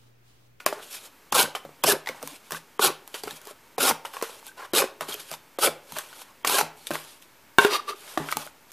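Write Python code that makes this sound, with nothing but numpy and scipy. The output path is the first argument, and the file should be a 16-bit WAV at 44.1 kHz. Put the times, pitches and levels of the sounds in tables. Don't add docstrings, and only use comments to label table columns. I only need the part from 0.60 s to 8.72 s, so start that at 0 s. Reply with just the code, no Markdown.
import sys
import numpy as np
from scipy import signal
from scipy.fft import rfft, irfft, next_fast_len
from scipy.io import wavfile
from scipy.ndimage import uniform_filter1d, map_coordinates

SR = 44100
rng = np.random.default_rng(int(sys.argv[2]) if len(sys.argv) > 2 else 0)


def inscribe(sig):
    pcm = np.round(np.clip(np.atleast_2d(sig).T, -1, 1) * 32767)
    wavfile.write(sys.argv[1], SR, pcm.astype(np.int16))


def attenuation_scalar(level_db):
    decades = np.asarray(level_db, float) / 20
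    return 10 ** decades


N = 358091
LAG_S = .002

# bite in seconds, sinking in seconds, tearing in seconds, tearing level in dB,
# flap pitch in Hz.
CUTS = [
    (.722, 0.028, 0.078, -20, 1130),
    (1.236, 0.031, 0.055, -20, 425),
    (2.192, 0.031, 0.047, -20, 400),
    (3.179, 0.025, 0.1, -24, 920),
    (4.133, 0.015, 0.06, -21.5, 516),
    (4.987, 0.043, 0.034, -19, 1270),
    (5.846, 0.026, 0.14, -25, 1070),
]
# touch in seconds, peak in dB, pitch in Hz, crack in dB re peak,
# puff of fibres in dB.
EDGE_KNOCKS = [(0.72, -35, 1310, -10, -23.5), (.825, -32, 885, -8, -46), (1.236, -18, 940, 5, -17.5),
               (1.342, -23, 536, -20, -54), (2.1933, -15.5, 416, -32, -57), (2.1916, -17, 1140, -24, -40),
               (3.179, -24, 780, -11, -29), (3.18, -19.5, 456, -18, -50), (3.295, -18, 776, 5, -58),
               (3.309, -11.5, 895, -20, -35), (4.133, -16.5, 350, -5, -23), (4.219, -16.5, 1065, -17, -31),
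               (4.239, -19.5, 372, -15, -50), (4.985, -21, 528, -18, -31), (5.071, -15, 2240, -11, -32),
               (5.8457, -12.5, 1106, -20, -24.5), (5.982, -24, 814, -8, -22),
               (6.0096, -11.5, 856, -25, -42)]
# touch in seconds, peak in dB, pitch in Hz, crack in
# dB re peak.
LANDINGS = [(0.061, -14.5, 607, 6), (.062, -11, 1100, -23), (.088, -35, 520, -22), (0.125, -19.5, 600, -28),
            (0.124, -34, 1060, -26), (0.197, -38.5, 440, -25), (.337, -39, 1130, -20),
            (0.949, -21, 1190, -13), (.949, -24.5, 750, -21), (.952, -23, 3000, -18),
            (0.953, -29, 3000, -15), (1.049, -31.5, 545, -14), (1.09, -41, 447, -16),
            (1.459, -30.5, 2050, -10), (1.471, -20, 1930, -33), (1.471, -26, 876, -17),
            (1.4875, -19, 2135, -9), (1.493, -26, 510, -14), (1.545, -39, 900, -20),
            (2.475, -42, 900, 10.5), (2.541, -24, 3050, -11), (2.541, -32.5, 422, -20),
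            (2.635, -28, 415, -20), (2.634, -25.5, 4580, -5.5), (2.673, -25.5, 416, -10),
            (2.677, -25.5, 1330, -12), (2.546, -32, 1270, -18), (2.814, -42, 1480, 4),
            (2.852, -51, 1980, 15), (2.908, -39, 415, -12), (2.706, -32, 1700, -7), (2.707, -27, 3720, -6),
            ]


def unit(x):
    return x / np.sqrt(np.mean(x ** 2) + 1e-20)


def along(points, hz):
    f, v = np.transpose(points)
    return np.interp(np.log(hz + 1), np.log(f + 1), v)


def wobble(rate):
    knots = rng.standard_normal(int(N * rate / SR) + 4)
    return map_coordinates(knots, [np.arange(N) * rate / SR])


def filtered(x, response):
    m = next_fast_len(N + SR // 2)
    return irfft(rfft(x, m) * response(np.fft.rfftfreq(m, 1 / SR)), m)[..., :N]


def resonances(modes):
    def response(f):
        total = 0
        for k, (centre, width, db) in enumerate(modes):
            damping = 1j * f * width
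            total = total + (-1) ** k * attenuation_scalar(db) * damping / (centre ** 2 - f ** 2 + damping)
        return total
    return response


def eased(gain, ms):
    size = int(ms * SR / 1000)
    return uniform_filter1d(gain, size=size, origin=(size - 1) // 2)


def strokes(rows):
    out = np.zeros(N)
    for s, rise, hold, fall, db in rows:
        first = max(int((s - 3 * rise) * SR), 0)
        last = min(int((s + hold + 3 * fall) * SR), N)
        t = np.arange(first, last) / SR
        away = np.maximum((s - t) / rise, (t - s - hold) / fall)
        out[first:last] += attenuation_scalar(db - 20 * np.maximum(0, away))
    return out


def fibres(share, spread_db, clump_db, patchy_db):
    size = attenuation_scalar(spread_db * rng.exponential(size=N))
    fire = (rng.random(N) < share) * rng.standard_normal(N) * size
    z = signal.stft(fire * attenuation_scalar(clump_db * (wobble(70) + wobble(300))), nperseg=256)[2]
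    patches = uniform_filter1d(rng.standard_normal(z.shape), size=2, axis=0)
    patches = uniform_filter1d(patches, size=7, axis=1)
    return unit(signal.istft(z * attenuation_scalar(patchy_db * unit(patches)), nperseg=256)[1][:N])


def drum(force, low_hz):
    # resonance in Hz, width in Hz, level in dB.
    panel = [(393, 130, 5.5), (600, 61, 7.5), (817, 138, 0.5), (1080, 85, 5), (1330, 566, -4.5),
             (1560, 100, -41)]
    ringing = filtered(force, resonances(panel))
    return unit(filtered(ringing, lambda f: f ** 2 / (f ** 2 + low_hz ** 2)))


def air():
    # frequency in Hz, density in dB per Hz.
    colour = [(15, -36), (25, -9.5), (120, -2), (169, -2), (221, -2), (253, 1.5), (804, -4), (919, 2.5),
              (997, -1.5), (2560, -6), (3260, -9.5), (10600, -14.5), (11800, -13), (15500, -15.5)]
    # pitch in Hz, level in dB.
    whines = [(2218, -79.5), (12290, -79)]
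    t = np.arange(N) / SR
    hiss = unit(filtered(rng.standard_normal(N), lambda f: attenuation_scalar(along(colour, f))))
    out = attenuation_scalar(-56 + 0.083 * wobble(5.1)) * hiss
    for hz, db in whines:
        out += attenuation_scalar(db + 7 + 1.8 * wobble(8)) * np.sin(2 * np.pi * hz * t)
    return out


def knocks():
    # touch in
    # seconds, peak in dB, pitch in Hz, crack in dB re peak.
    flicks = [(.002, -32, 1420, -20), (0, -38, 2400, -20), (.8255, -15, 6500, -8), (1.919, -27, 5500, 5.5),
              (1.617, -38, 740, -15.5), (1.626, -30.5, 610, 4), (1.632, -29.5, 483, -18),
              (1.673, -32.5, 1000, 7.5), (1.906, -27, 1080, -1), (1.918, -29.5, 408, -10),
              (1.919, -25, 1660, -13), (1.945, -26, 1130, -9), (2.87, -35.5, 410, 5.5),
              (3.865, -42, 815, 10), (4.713, -29.5, 630, 5), (4.737, -29, 920, -6),
              (4.737, -30.5, 3540, -8), (5.527, -36, 1450, -17), (5.616, -38, 960, -1),
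              (6.622, -46, 2560, 6), (7.573, -18, 319, -30), (7.574, -18, 1170, -23),
              (7.573, -17, 720, -26), (7.639, -37, 284, -25), (7.598, -29, 415, -21),
              (7.608, -33, 406, -25), (7.615, -33, 332, -21), (7.6858, -21.5, 1380, -30),
              (7.691, -27, 1500, -25.5), (7.728, -30, 2940, -15), (7.71, -30, 1500, -20),
              (7.714, -28.5, 4250, 8.5), (7.723, -14, 1224, -9), (7.768, -18.5, 848, 3),
              (7.864, -36, 600, 3), (7.872, -32.5, 1400, -9), (7.724, -22.5, 2250, -13),
              (8.116, -44, 1570, 8), (3.826, -41, 900, -8)]
    # touch in seconds, peak in dB, pitch in Hz,
    # crack in dB re peak.
    pile_landings = [(3.449, -23.5, 917, -25), (3.453, -25, 2860, -19), (3.536, -33, 1200, -12),
                     (3.566, -23, 1060, -24), (3.612, -26, 1080, -10), (3.623, -19, 449, -1.5),
                     (3.624, -20.5, 1015, -28), (3.693, -36.5, 480, -25), (4.407, -21.5, 1240, -3.5),
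                     (4.408, -26.5, 620, -22), (4.486, -28.5, 400, -20), (4.521, -31, 3600, 0),
                     (4.54, -32, 2490, 10.5), (4.545, -34, 410, -25), (5.32, -33.5, 940, 8.5),
                     (5.359, -35, 1190, -10), (5.367, -26.5, 623, -19), (5.364, -26, 1080, -21),
                     (5.39, -27, 1080, -7), (5.384, -24, 1560, 5.5), (6.268, -23.5, 3600, -3),
                     (6.268, -41, 470, -20), (6.305, -22.5, 573, -3), (6.305, -23.5, 332, -25),
                     (6.311, -21, 1500, -10), (6.334, -31.5, 615, 7), (6.353, -19, 1080, -11)]
    rise_cycles = .15
    out, t = np.zeros(N + SR), np.arange(SR // 8) / SR
    for s, db, hz, crack_db in [row[:4] for row in EDGE_KNOCKS] + LANDINGS + pile_landings + flicks:
        ratio = np.array([1.023, 0.557, 1.525, 2.3]) * np.exp(rng.normal(0, 0.14, 4) * [0, 1, 1, 1])
        stiffness = 1 + min(2.2 * (hz / 3000) ** 4, 1.6)
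        speed = (hz * ratio / 700) ** 1.03 / np.array([stiffness, 1, 1, 1])
        ring = 0
        for gain, r, v in zip([0.65, 0.079, 0.33, 0.22], ratio, speed):
            ring = ring + gain * attenuation_scalar(-60 * t / 0.049 * v) * np.sin(2 * np.pi * hz * r * t)
        snap = 0.088 * (1 - t / 0.00016) * np.exp(-t / 0.000089)
        noise = rng.standard_normal((2, len(t)))
        rattle = signal.lfilter([.3], [1, -.7], noise[0]) * 0.36 * attenuation_scalar(-60 * t / 0.062)
        grit = signal.lfilter([1, -1], [1, -.57], noise[1])
        crack = grit * attenuation_scalar(crack_db - 1.5) * (attenuation_scalar(-60 * t / 0.0086) + 0.15 * attenuation_scalar(-60 * t / 0.02))
        first_swing = 1 + 2.04 * np.exp(-t * hz)
        body = ring * first_swing * (1 - np.exp(-t * hz / rise_cycles)) + snap + rattle + crack
        foot = signal.butter(2, 0.45 * hz, 'high', fs=SR)
        start = round((s + LAG_S - rise_cycles / hz) * SR)
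        out[start:][:len(t)] += attenuation_scalar(db - 0.6) * signal.lfilter(*foot, body)
    return out[:N]


def rubs():
    # start in seconds, 20 dB fall in
    # seconds, rub in dB, drum in dB re rub.
    skids = [(0, .05, -50, 7), (.066, .021, -26, 7), (.08, .075, -39, 6), (.954, .045, -35, 6),
             (1.052, .15, -61, 8), (1.475, .095, -42, 10), (1.924, .06, -36, 5), (1.463, .03, -44, 4),
             (3.536, .03, -42, 3), (2.478, .03, -48, -5), (2.546, .03, -33, 3), (2.638, .012, -37, -2),
             (3.452, .042, -38, 6), (3.628, .09, -35, 4), (4.412, .045, -35.5, 10), (4.6, .055, -36, -11),
             (6.271, .023, -31, -17), (6.341, .13, -35.5, 2), (6.62, .04, -48, -13),
             (7.058, .045, -33.5, 16)]
    # peak in seconds, 20 dB rise in seconds,
    # 20 dB fall in seconds, rub in dB, drum in dB re rub.
    pulls = [(.244, .055, .03, -42, -10), (.348, .05, .05, -41, -11), (.462, .06, .03, -46, -5),
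             (1.87, .1, .1, -50, -5), (2.596, .1, .03, -40.5, -10), (2.772, .2, .022, -42, -9),
             (2.91, .13, .025, -41, 1), (3.578, .135, .12, -43, 3), (3.88, .063, .033, -39, -10),
             (4.7, .083, .05, -41, -8), (5.392, .11, .032, -32, -3), (5.622, .067, .018, -40, -7.5),
             (6.508, .3, .15, -47.5, -14), (7.496, .15, .21, -40, -3), (7.72, .045, .025, -31, -4),
             (7.856, .15, .05, -42.5, -7), (8.11, .04, .021, -51, 0)]
    # start in seconds, length in seconds, rub in dB, drum in
    # dB re rub.
    slides = [(.135, .08, -57, 14), (.225, .245, -49, -8), (.308, .066, -43, -13), (1.56, .06, -55, 5),
              (1.628, .135, -43, -6), (1.911, .01, -40, -3), (1.96, .014, -39, -6), (2.648, .07, -47, 4),
              (3.688, .11, -48.5, -5), (3.974, .08, -51, 13), (4.444, .04, -50, 4), (4.487, .052, -34, -6),
              (4.56, .04, -44, -2), (4.71, .036, -39, -1), (5.416, .18, -48.5, -3), (5.64, .08, -60, 6),
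              (6.17, .095, -52, -14), (6.312, .03, -39, 5), (7.002, .038, -29, 7), (7.36, .06, -52, -10),
              (7.589, .09, -52, 14), (7.765, .06, -43, 1)]
    # frequency in Hz, density in dB per Hz.
    grain = [(880, -14), (1500, -4), (1990, -12), (2280, 2), (2940, 4), (3180, 5), (5780, -0.5),
             (12000, 1.5), (14500, -8.5), (15500, -46)]
    moves = [(s, 0.0067, 0, fall, db, re) for s, fall, db, re in skids]
    moves += [(s, rise, 0, fall, db, re) for s, rise, fall, db, re in pulls]
    moves += [(s, 0.011, hold, 0.021, db, re) for s, hold, db, re in slides]
    rub_gain = strokes([row[:5] for row in moves])
    linger = 0.82
    drum_gain = strokes([(s, rise, hold, fall * linger, db + re) for s, rise, hold, fall, db, re in moves])
    force = fibres(share=.6, spread_db=1.1, clump_db=.9, patchy_db=2.2)
    rub = unit(filtered(force, lambda f: attenuation_scalar(along(grain, f))))
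    drumming = eased(attenuation_scalar(-4.5) * drum_gain, ms=7.6) * drum(force, low_hz=600)
    return eased(attenuation_scalar(-4.5) * rub_gain, ms=1.2) * rub + drumming


def shop(x):
    # frequency in Hz, 60 dB decay in seconds.
    decay = [(150, 1), (600, 0.55), (1200, 0.35), (2000, 0.35), (5000, 0.26), (12000, 0.18)]
    step, out = SR // 5, np.zeros(N + 2 * SR)
    x = np.pad(x, (step, 2 * step))
    hz, t, z = signal.stft(rng.standard_normal((N // step + 2, SR // 2)), SR, nperseg=256)
    tails = signal.istft(z * attenuation_scalar(-60 * t / along(decay, hz)[:, None]), SR, nperseg=256)[1]
    for k, tail in enumerate(tails):
        part = x[k * step:][:2 * step] * np.hanning(2 * step)
        answer = signal.fftconvolve(part, tail / np.linalg.norm(tail))
        out[k * step + 300:][:len(answer)] += answer
    return out[step:][:N]


def bench():
    # start in seconds, peak in dB.
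    thumps = [(0.059, -40.5), (0.72, -34), (0.826, -32), (1.048, -42.5), (1.24, -31), (1.31, -32.5),
              (1.489, -42), (1.63, -41.5), (1.919, -41), (2.191, -52), (2.257, -35.5), (2.648, -38),
              (2.718, -44), (3.18, -35.5), (3.301, -32.5), (4.131, -38), (4.409, -42.5), (4.486, -44),
              (4.599, -59), (4.709, -46), (5.076, -36), (5.317, -41), (5.859, -38), (6.018, -36),
              (6.304, -29.5), (6.993, -34), (7.592, -26.5), (7.757, -35)]
    # pitch in Hz, level in dB, 60 dB decay in seconds.
    modes = [(67, -5, 0.095), (99, -4.5, 0.15), (156.1, 3, 0.31), (227.3, 7.5, 0.14), (290, 3.5, 0.22)]
    out, t = np.zeros(N + SR), np.arange(SR // 2) / SR
    for s, db in thumps:
        ring = 0
        for hz, level, t60 in modes:
            gain = attenuation_scalar(level + rng.normal(0, 2.5) - 60 * t / t60)
            ring = ring + gain * np.sin(2 * np.pi * hz * rng.normal(1, .03) * t)
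        out[round(s * SR):][:len(t)] += attenuation_scalar(db - 9.5) * ring * (1 - np.exp(-t / 0.0047))
    return out[:N]


def flutters():
    # middle in seconds, length in seconds, first pitch
    # in Hz, last pitch in Hz, peak in dB.
    glides = [(0.097, .06, 400, 411, -37), (0.75, 0.013, 1370, 1335, -24), (0.757, 0.024, 1115, 1060, -22.5),
              (0.761, 0.029, 558, 467, -23.5), (0.767, .02, 844, 816, -23.5),
              (0.782, 0.024, 1560, 1570, -25.5), (0.803, 0.012, 980, 990, -22),
              (0.816, 0.031, 1402, 1500, -26), (.845, 0.028, 450, 510, -31), (1.281, 0.014, 708, 600, -18),
              (1.295, 0.03, 437, 400, -17), (1.296, 0.021, 1730, 1760, -24.5),
              (1.308, 0.0091, 1670, 1670, -21), (1.322, 0.032, 428, 400, -27), (1.651, .06, 265, 283, -40.5),
              (1.953, 0.013, 1450, 1610, -32.5), (2.224, .018, 1530, 1340, -22.5),
              (2.245, .022, 790, 801, -24), (2.247, 0.02, 1110, 1080, -24), (2.251, 0.037, 376, 377, -24),
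              (2.274, 0.017, 443, 510, -35), (3.209, .03, 568, 552, -31), (3.24, .06, 290, 236, -29),
              (3.279, 0.017, 1128, 1087, -22), (3.281, 0.018, 760, 790, -25),
              (3.892, 0.019, 1550, 1550, -44), (3.991, 0.038, 1490, 1450, -44),
            (3.992, 0.039, 997, 1054, -45), (4.006, 0.016, 1380, 1380, -40),
            (4.031, 0.017, 1640, 1605, -39), (4.026, 0.036, 1070, 1010, -48),
            (4.052, 0.023, 1460, 1450, -49), (4.165, 0.022, 1120, 1250, -27),
            (4.173, 0.054, 395, 509, -24.5), (4.206, 0.016, 600, 530, -20.5),
            (4.222, 0.018, 400, 390, -22.5), (4.528, 0.017, 3260, 3200, -32.5),
            (5.031, 0.013, 1297, 1280, -24), (5.058, 0.019, 1295, 1290, -24),
            (5.07, 0.015, 538, 600, -23.5), (5.917, 0.018, 946, 1060, -26),
            (5.948, 0.017, 1630, 1620, -25.5), (5.962, 0.031, 1098, 1037, -26),
            (5.987, 0.033, 800, 830, -27.5), (7.022, 0.027, 1080, 1030, -29),
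            (7.15, 0.036, 1217, 1212, -28.5), (7.281, 0.00813, 1140, 1170, -33),
            (7.291, .03, 1160, 1200, -30), (7.306, 0.029, 417, 400, -36)]
    out = np.zeros(N)
    for s, length, from_hz, to_hz, db in glides:
        u = np.arange(int(2.2 * length * SR)) / (1.56 * length * SR)
        turns = np.cumsum(from_hz + (to_hz - from_hz) * u) / SR + rng.random()
        note = np.sin(np.pi * u) ** 2 * np.sin(2 * np.pi * turns)
        out[int((s - .75 * length) * SR):][:len(u)] += attenuation_scalar(db) * note
    return out * attenuation_scalar(1.2 * wobble(150))


def blade(release_s):
    lull_s, lull_db, arch_db = 0.007, -21, -1
    t, out = np.arange(N) / SR, []
    for s, sink, tear, db, _ in CUTS:
        end = s + sink + tear
        times = [s, s + lull_s, s + sink, end - tear / 2, end, end + 3 * release_s]
        levels = [lull_db, lull_db, arch_db, 0, arch_db, arch_db - 60]
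        out.append(attenuation_scalar(db + np.interp(t, times, levels, left=-150, right=-150)))
    return np.array(out)


def cuts():
    # frequency in Hz, density in dB per Hz.
    colour = [(880, -8.5), (1500, -3), (1720, -18), (1950, -14), (2310, -5), (3120, -2.5), (3480, -3),
              (5190, -4.5), (5950, -7.5), (11600, -3.5), (14300, -11.5), (15100, -15.5), (15500, -41.5)]
    tear_db, pitch_hz = np.transpose(CUTS)[3:]
    puffs = strokes([(row[0] + LAG_S, .001, 0, .0073, row[4]) for row in EDGE_KNOCKS])
    flap_db = -2.5 - np.log2(pitch_hz / 400) - 0.11 * (tear_db + 20)
    drum_gain = attenuation_scalar(flap_db) @ blade(release_s=.054) + attenuation_scalar(9.5) * puffs
    tear_gain = blade(release_s=.012).sum(axis=0) + puffs
    force = fibres(share=.4, spread_db=1.8, clump_db=1.2, patchy_db=3)
    tear = unit(filtered(force, lambda f: attenuation_scalar(along(colour, f))))
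    drumming = eased(attenuation_scalar(-2.5) * drum_gain, ms=8.0) * drum(force, low_hz=235)
    return eased(attenuation_scalar(1.0) * tear_gain, ms=3.6) * tear + drumming


def tray():
    # touch in seconds, peak in dB, floor modes in dB, crack in dB.
    hits = [
        (6.983, 6.5, -8, -23.5),
        (6.9915, -7.5, -27, -25),
        (7.0414, -17, -11, -24),
        (7.0463, -4, 7.5, -17),
        (7.0505, -10.5, -20, -21),
    ]
    # pitch in Hz, level in dB, 60 dB decay in seconds.
    walls = [(530, -5, 0.037), (790, -3, 0.045), (950, 2.5, 0.036), (1080, 5.5, 0.036), (1428, 4, 0.039),
             (1550, 6.5, 0.057), (2240, -4, 0.04), (2770, 6.5, 0.013), (3230, -5.5, 0.027),
             (3650, 1, 0.018), (4371, -20, 0.039)]
    # pitch in Hz, level in dB,
    # 60 dB decay in seconds.
    floor = [(400, -2.5, 0.14), (414, 2, 0.17)]
    # start in seconds, 20 dB rise in seconds, hold in seconds,
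    # 20 dB fall in seconds, level in dB.
    drags = [
        (7.115, .035, .05, .021, -31),
        (7.14, .05, 0, .05, -31),
        (7.281, .004, .012, .03, -44),
        (7.298, .03, 0, .033, -33),
    ]
    out, t = np.zeros(N + SR), np.arange(SR // 2) / SR

    def ring(modes):
        return sum(attenuation_scalar(db - 60 * t / t60) * np.sin(2 * np.pi * hz * t) for hz, db, t60 in modes)

    for s, db, floor_db, crack_db in hits:
        crack = attenuation_scalar(crack_db + 19.5 - 60 * t / 0.02) * rng.standard_normal(len(t))
        blow = ring(walls) + attenuation_scalar(floor_db) * ring(floor) + crack
        out[round((s + LAG_S) * SR):][:len(t)] += attenuation_scalar(db - 17.0) * blow
    grit = fibres(share=.7, spread_db=.9, clump_db=.5, patchy_db=.8)
    body = resonances([(415, 106, 4.0), (1190, 150, 6), (2000, 340, -3.5), (2670, 250, 0), (3220, 170, -1.5),
                       (3720, 150, 1), (4400, 500, -3.5), (5020, 180, -3), (5730, 210, -5),
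                       (9700, 5200, -14.0)])
    return out[:N] + attenuation_scalar(2.0) * strokes(drags) * unit(filtered(grit, body))


def scene():
    near = cuts() + rubs() + knocks() + tray()
    song = flutters()
    far = filtered(shop(near + 0.65 * song), lambda f: f ** 2 / (f ** 2 + 520 ** 2))
    thin = filtered(near + song + attenuation_scalar(-11.5) * far, lambda f: (1j * f / (150 + 1j * f)) ** 3)
    mono = thin + bench() + air()
    return np.array([mono, mono])


def side_trace(x):
    # frequency in Hz, level in dB re sum.
    apart = [(60, -31.5), (180, -37.5), (550, -41), (1650, -37), (4970, -33.5), (15000, -30.5)]
    z = signal.stft(x, nperseg=512)[2]
    scramble = np.exp(2j * np.pi * rng.random(z.shape))
    present = np.repeat(rng.random(z.shape[1]) < .42, repeats=8)[:z.shape[1]]
    side = signal.istft(z * scramble * present, nperseg=512)[1][:N]
    return filtered(side, lambda f: attenuation_scalar(along(apart, f) + 16))


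def low_pass(x):
    return signal.sosfilt(signal.butter(12, 16090, fs=SR, output="sos"), x)


def record(dry):
    # start in seconds, end in seconds.
    dropout = (8.112, 8.1165)
    top_hz = 15120
    t = np.arange(N) / SR
    x = dry[0] / (1 + np.abs(dry[0] / .98) ** 6) ** (1 / 6)
    x = filtered(x, lambda f: np.where(f < top_hz, 1, attenuation_scalar(-32)) * (f < 1.1 * top_hz))
    gap = sum((t > s - .013) & (t < s - .003) for s, *_ in LANDINGS[:1] + CUTS)
    x = x - uniform_filter1d(gap * 1., size=40) * filtered(x, lambda f: f > 3200)
    x = x - .0006
    side = side_trace(x)
    heard = (np.arange(N) < dropout[0] * SR) | (np.arange(N) > dropout[1] * SR)
    mix = np.array([x + side, x - side]) * uniform_filter1d(1. * heard, size=24)
    return low_pass(mix)


dry = scene()
out = record(dry)
inscribe(out)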